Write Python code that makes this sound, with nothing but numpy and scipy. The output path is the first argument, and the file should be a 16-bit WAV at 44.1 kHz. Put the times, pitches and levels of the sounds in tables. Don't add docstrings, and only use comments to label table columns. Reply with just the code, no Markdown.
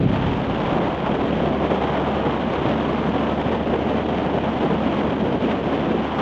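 import sys
import numpy as np
from scipy import signal
from scipy.fft import rfft, irfft, next_fast_len
from scipy.io import wavfile
from scipy.ndimage import uniform_filter1d, map_coordinates

SR = 44100
rng = np.random.default_rng(int(sys.argv[2]) if len(sys.argv) > 2 else 0)


def int16_out(signal):
    q = np.round(np.clip(np.atleast_2d(signal).T, -1, 1) * 32767)
    wavfile.write(sys.argv[1], SR, q.astype(np.int16))


N = 273861

# centre_s, length_s, rise_db
GUSTS = [(.05, 0.052, 4), (.1, 0.022, 2.5), (.135, .03, 0.5), (.344, .02, 6), (.785, 0.05, 2.5),
         (1.11, 0.043, 3), (1.42, 0.18, 0), (1.716, 0.012, 10.5), (2.02, 0.046, 3), (2.275, 0.041, 5),
         (2.462, 0.032, 4), (2.665, 0.035, 4.5), (2.725, 0.022, 3.5), (2.925, 0.035, 3), (3.08, .04, 3.5),
         (3.157, 0.031, 4.5), (3.468, 0.019, 2), (3.742, 0.023, 7.5), (3.905, 0.026, 3.5), (4.36, 0.025, 3),
         (4.645, 0.047, 5.5), (4.73, 0.037, 3.5), (4.867, 0.031, 3.5), (5.011, 0.027, 4),
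         (5.248, 0.043, 2.5), (5.353, 0.019, 3), (5.452, 0.037, 5), (5.715, 0.059, 1.5), (5.906, 0.027, 1)]
# centre_s, length_s, dip_db
LULLS = [(.97, .05, 3), (1.49, .02, 0), (1.578, 0.044, 3.5), (1.687, 0.021, 5), (1.795, 0.021, 1),
         (2.49, 0.025, 2), (2.596, 0.026, 0), (2.836, 0.012, 1), (2.968, 0.019, 5), (3.037, .022, 3),
         (3.121, 0.019, 5.5), (3.352, 0.02, 5), (3.432, 0.02, 6.5), (3.586, 0.021, 5), (3.654, 0.042, 3),
         (3.844, .022, 3), (4.024, 0.042, 4), (4.408, .028, 4), (4.513, 0.015, 4.5), (4.597, 0.02, 5),
         (4.79, 0.027, 1.5), (5.19, 0.017, 4), (5.388, 0.023, 9.5), (5.628, 0.026, 4.5)]


def wind(eddies, buffet_db, roar_db, flutter_db):
    # time_s, level_db
    wind_levels = [(0, -23), (.1, -28), (.22, -26.5), (.5, -26), (.8, -23), (.98, -28), (1.2, -24),
                   (1.45, -21.5), (1.9, -26), (2.5, -25.5), (2.7, -25), (3.2, -24), (4.3, -24), (4.8, -24),
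                   (5.3, -22.5), (5.6, -24), (5.78, -24), (5.98, -21.5), (6.12, -30), (6.21, -23)]
    rumble_levels = [(0, -28.5), (.18, -35.5), (.36, -33.5), (.55, -38), (.85, -40), (1.02, -47.5),
                     (1.4, -48.5), (1.9, -49), (2.6, -44.5), (3.4, -46.5), (3.8, -46.5), (4.3, -50),
                     (5.5, -45), (6.21, -58.5)]
    # centre_s, length_s, rise_db
    buffets = [(.275, 0.036, 7.5), (.665, .05, -0.5), (2.65, 0.04, 2), (3.7, 0.12, 3), (4.63, 0.08, 7.5)]
    # frequency_hz, density_db
    rumble_spectrum = [(12, -0.5), (25, 4.5), (40, -1), (56, 3.5), (80, 1.5), (110, 4), (200, -19.5),
                       (500, -44.5)]
    roar_spectrum = [(40, -37.5), (90, -13), (125, -6.5), (160, -1.7), (210, 1), (280, 0), (360, -3),
                     (500, -7), (750, -16.5), (1400, -33), (4000, -44)]
    rumble_db = buffet_db + curves(rumble_levels)[0] + swells(buffets)
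    rumble = amp(rumble_db) * rush(rumble_spectrum, patchy_db=1.0)
    roar = steadied(rush(roar_spectrum, patchy_db=1.0), span_s=0.05)
    gusting_db = curves(wind_levels)[0] + swells(GUSTS) - swells(LULLS)
    return rumble + amp(gusting_db + roar_db + flutter_db * eddies) * roar


def thumps(gain_db, throb_hz, half_width_s):
    # centre_s, level_db
    hard_gusts = [(0.046, -16), (0.063, -9.5), (0.105, -9.5), (0.135, -11), (0.261, -21)]
    out = np.zeros(N)
    for centre_s, db in hard_gusts:
        t = np.arange(N) / SR - centre_s
        out -= amp(db + gain_db) * np.sin(2 * np.pi * throb_hz * t) * np.exp(-(t / half_width_s) ** 2)
    return out


def water(eddies, wake_gain_db, spray_gain_db, flutter_db, burst_db, gust_share, lull_share):
    # time_s, wake_db, spray_db
    water_levels = [(0, -51.5, -41), (.08, -36, -41), (.14, -29.5, -37.5), (.3, -30, -36),
                    (.55, -30.5, -38), (.66, -29, -36), (.78, -25.5, -37), (1.0, -27, -39.5),
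                    (1.35, -28.5, -39), (1.55, -25, -39.5), (1.8, -26, -37.5), (2.3, -28, -38.5),
                    (2.65, -29, -37.5), (3.3, -26.5, -37.5), (3.6, -26, -39), (4.3, -26.5, -39),
                    (4.75, -27.5, -37.5), (5.25, -28, -39.5), (5.9, -26.5, -38.5), (6.1, -31.5, -38)]
    # centre_s, length_s, wake_rise_db, spray_rise_db
    surges = [(0.14, 0.055, 1.5, 2.5), (0.255, 0.034, 2.5, 0.5), (0.65, 0.028, 2.5, 1.5),
              (1.065, .022, 6.5, 4), (1.455, .025, 0.5, 2.5), (1.718, 0.033, 2.5, 1), (2.537, .025, 2.5, 3),
              (2.71, 0.027, 3.5, 5), (3.057, .005, 1.5, -4), (3.725, 0.036, 1, 1.5),
              (3.898, 0.019, -2, 4.5), (3.985, 0.0043, 6.5, 2), (4.386, 0.0035, 8, -3),
              (4.445, 0.027, 1.5, 2.5), (4.482, 0.012, 5, 1), (4.631, 0.035, -0.5, 3.5),
              (5.326, 0.0044, 6, 6), (5.445, 0.06, -3.5, 2.2), (5.517, 0.023, 5, 5),
              (5.756, 0.021, -0.5, 2), (6.2, 0.041, 2.5, 4)]
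    # frequency_hz, density_db
    wake_spectrum = [(150, -23.5), (350, -3.5), (520, 1), (750, 0.7), (1000, -4), (1400, -12), (2000, -20),
                     (4000, -31.5)]
    spray_spectrum = [(400, -18.5), (1000, 1.5), (1700, 0.5), (2500, -0.5), (4000, -6.5), (7000, -8.5),
                      (13000, -21.5)]
    # frequency_hz, gain_db
    upper_band = [(620, -32), (800, 0), (1400, -1.5), (2000, -27)]
    # time_s, gain_db
    upper_swell = [(0, -1), (.6, 3), (.82, 1), (1.05, 0), (1.35, -3), (1.8, 1), (2.4, 1.5), (3.3, 0.5),
                   (3.8, -4), (4.35, -2), (4.7, -0.5), (5.4, -2.5), (5.9, -2.5), (6.2, 7)]
    wake_db, spray_db = curves(water_levels)
    wake_rise_db = swells([(s, length, db) for s, length, db, _ in surges])
    spray_rise_db = swells([(s, length, db) for s, length, _, db in surges])
    flicker_db = flutter_db * eddies + burst_db * wobble(170)
    lull_db = swells(LULLS)
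    wake_db += wake_gain_db + flicker_db + wake_rise_db + gust_share * swells(GUSTS) - lull_db
    spray_db += spray_gain_db + flicker_db + spray_rise_db - lull_share * lull_db
    churn = steadied(rush(wake_spectrum, patchy_db=0.0), span_s=0.06)
    churn += (amp(curves(upper_swell)[0]) - 1) * coloured(churn, upper_band)
    grain_db = 2.0 * wobble(900)
    hiss = unit(amp(grain_db) * rush(spray_spectrum, patchy_db=0.3))
    patter = hiss + amp(-3.5) * smacks(per_s=180, spread_db=3.5)
    return amp(wake_db) * churn + amp(spray_db) * patter


def smacks(per_s, spread_db):
    # frequency_hz, gain_db
    smack_spectrum = [(150, -13.5), (400, -2.5), (900, 2), (1500, -2), (3000, -9), (5000, -17),
                      (12000, -27.5)]
    hits = rng.random(N) < per_s / SR
    sizes = amp(spread_db * rng.uniform(-1.1, 1, N)) * np.sign(rng.standard_normal(N))
    return unit(coloured(hits * sizes, smack_spectrum))


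def engine(exhaust_db, drone_db, uneven_db, rough_db, waver_db):
    # time_s, turns_per_s
    crank = [(0, 66.3), (.3, 67.3), (0.6, 68.4), (1.2, 69.5), (1.8, 70.85), (2.1, 71.75), (2.7, 73.15),
             (3.15, 73.8), (3.95, 74.25), (4.75, 73.65), (5.4, 74.2), (6.21, 73.7)]
    orders = [1, 2, 2.5, 3, 4, 5.5]
    stages = [66.5, 70.5, 74]
    # pulling_db, climbing_db, cruising_db
    order_levels = [(-43.5, -38.5, -37.5), (-27.5, -43, -41), (-30, -46.5, -50.5), (-39, -42.5, -33.5),
                    (-30.5, -41.5, -49), (-60, -39, -41.5)]
    # time_s, gain_db
    hum = [(0, 2), (.5, -2.5), (1, -0.5), (1.4, 3), (2.2, 0.5), (3.3, 0.5), (3.9, 0.6), (4.7, -1),
           (5.2, -3.5), (6.21, -2)]
    # frequency_hz, gain_db
    exhaust_response = [(30, -40.5), (85, -23), (120, -4), (200, -7.5), (400, -5.5), (800, -8.5),
                        (1600, -20), (4000, -41)]
    speed, = curves(crank)
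    turns = np.cumsum(speed) / SR
    drone = np.zeros(N)
    for order, levels in zip(orders, order_levels):
        level_db = np.interp(speed, stages, levels) + waver_db * wobble(13)
        drone += amp(level_db) * np.sqrt(2) * np.sin(2 * np.pi * (order * turns + rng.random()))
    fired = np.flatnonzero(np.diff(np.floor(4 * turns)))
    cylinders = np.resize(unit(rng.standard_normal(size=8)), len(fired))
    pulses = np.zeros(N)
    pulses[fired] = amp(uneven_db * cylinders + rough_db * rng.standard_normal(len(fired)))
    exhaust = unit(coloured(pulses, exhaust_response))
    return amp(drone_db + curves(hum)[0]) * drone + amp(exhaust_db) * exhaust


def drops(gain_db):
    # centre_s, length_s, level_db
    spits = [(0.136, .025, -25.5), (0.396, 0.052, -31), (1.75, .03, -28), (1.853, 0.073, -30),
             (2.156, 0.0018, -23), (2.912, 0.0036, -22.5), (2.934, 0.013, -28), (3.088, 0.034, -26),
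             (3.414, 0.0022, -16.5), (3.552, 0.0033, -20.5), (4.497, .015, -30), (4.634, .025, -28.5),
             (4.651, 0.0027, -21), (4.735, 0.018, -29), (5.436, .012, -28.5), (5.463, .002, -21),
             (5.516, .04, -27), (5.6, .025, -30.5), (5.745, .05, -29.5), (6.184, 0.061, -27)]
    # frequency_hz, gain_db
    drop_spectrum = [(1500, -21.5), (5000, -7.5), (9000, -6.5), (13000, -1.5)]
    t = np.arange(N) / SR
    cloud = sum(amp(db) * bell(t - s, length) for s, length, db in spits)
    return amp(gain_db) * coloured(cloud * rng.standard_normal(N), drop_spectrum)


def rush(spectrum, patchy_db):
    spectrogram = signal.stft(rng.standard_normal(N), nperseg=512)[2]
    patches = uniform_filter1d(rng.standard_normal(spectrogram.shape), size=7, axis=0)
    patches = unit(uniform_filter1d(patches, size=7, axis=1))
    noise = signal.istft(spectrogram * amp(patchy_db * patches), nperseg=512)[1][:N]
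    return unit(coloured(noise, spectrum))


def steadied(x, span_s):
    power = uniform_filter1d(x ** 2, size=max(int(span_s * SR), 1))
    return unit(x / np.sqrt(np.abs(power) + 1e-9))


def bell(t, length_s):
    return np.exp(-np.log(2) * (2 * t / length_s) ** 2)


def swells(rows):
    t = np.arange(0, N, 32) / SR
    rise_db = sum(db * bell(t - s, length) for s, length, db in rows)
    return np.interp(np.arange(N) / SR, t, rise_db)


def curves(rows):
    times, *columns = np.transpose(rows)
    return [np.interp(np.arange(N) / SR, times, column) for column in columns]


def wobble(knots_per_s):
    knots = rng.standard_normal(int(N * knots_per_s / SR) + 4)
    return unit(map_coordinates(knots, [np.arange(N) * knots_per_s / SR]))


def filtered(x, response):
    size = next_fast_len(N + 8192)
    return irfft(rfft(x, size) * response(np.fft.rfftfreq(size, 1 / SR)), size)[:N]


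def coloured(x, points):
    points_hz, db = np.transpose(points)
    return filtered(x, lambda hz: amp(np.interp(np.log(hz + 1), np.log(points_hz), db)))


def amp(db):
    return 10 ** (np.asarray(db) / 20)


def unit(x):
    return x / np.sqrt(np.mean(x ** 2) + 1e-20)


def scene():
    eddies = unit(0.77 * wobble(34) + wobble(110))
    boat = engine(exhaust_db=-38.5, drone_db=-0.5, uneven_db=16.5, rough_db=4.0, waver_db=-0.24)
    air = wind(eddies, buffet_db=3.0, roar_db=-0.5, flutter_db=0.4)
    air += thumps(gain_db=-0.5, throb_hz=167.0, half_width_s=0.0045)
    lake = water(eddies, wake_gain_db=0.68, spray_gain_db=1.27, flutter_db=1.05, burst_db=0.42,
                 gust_share=0.37, lull_share=0.35)
    return (air + lake + boat + drops(gain_db=-3.0))[None]


def record(dry, saturation=0.95, bias=0.6, cutoff_hz=13200):
    # frequency_hz, gain_db
    mic_response = [(2600, 0), (3150, 3.5), (3500, 0), (4200, -8.5), (5000, -14.5), (6000, -17),
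                    (7000, -21), (8200, -29), (9500, -39.5), (13000, -44)]
    fade_in = np.minimum(np.arange(N) / (0.004 * SR), 1)
    drive = fade_in * dry[0] / saturation
    bent = saturation * (np.tanh(drive + bias) - np.tanh(bias)) * np.cosh(bias) ** 2
    bass_rolloff = [(8, -29.0), (40, 1.5)]  # frequency_hz, gain_db
    heard = coloured(bent, bass_rolloff + list(mic_response))
    return filtered(heard, lambda hz: hz < cutoff_hz)[None]


dry = scene()
out = record(dry)
int16_out(out)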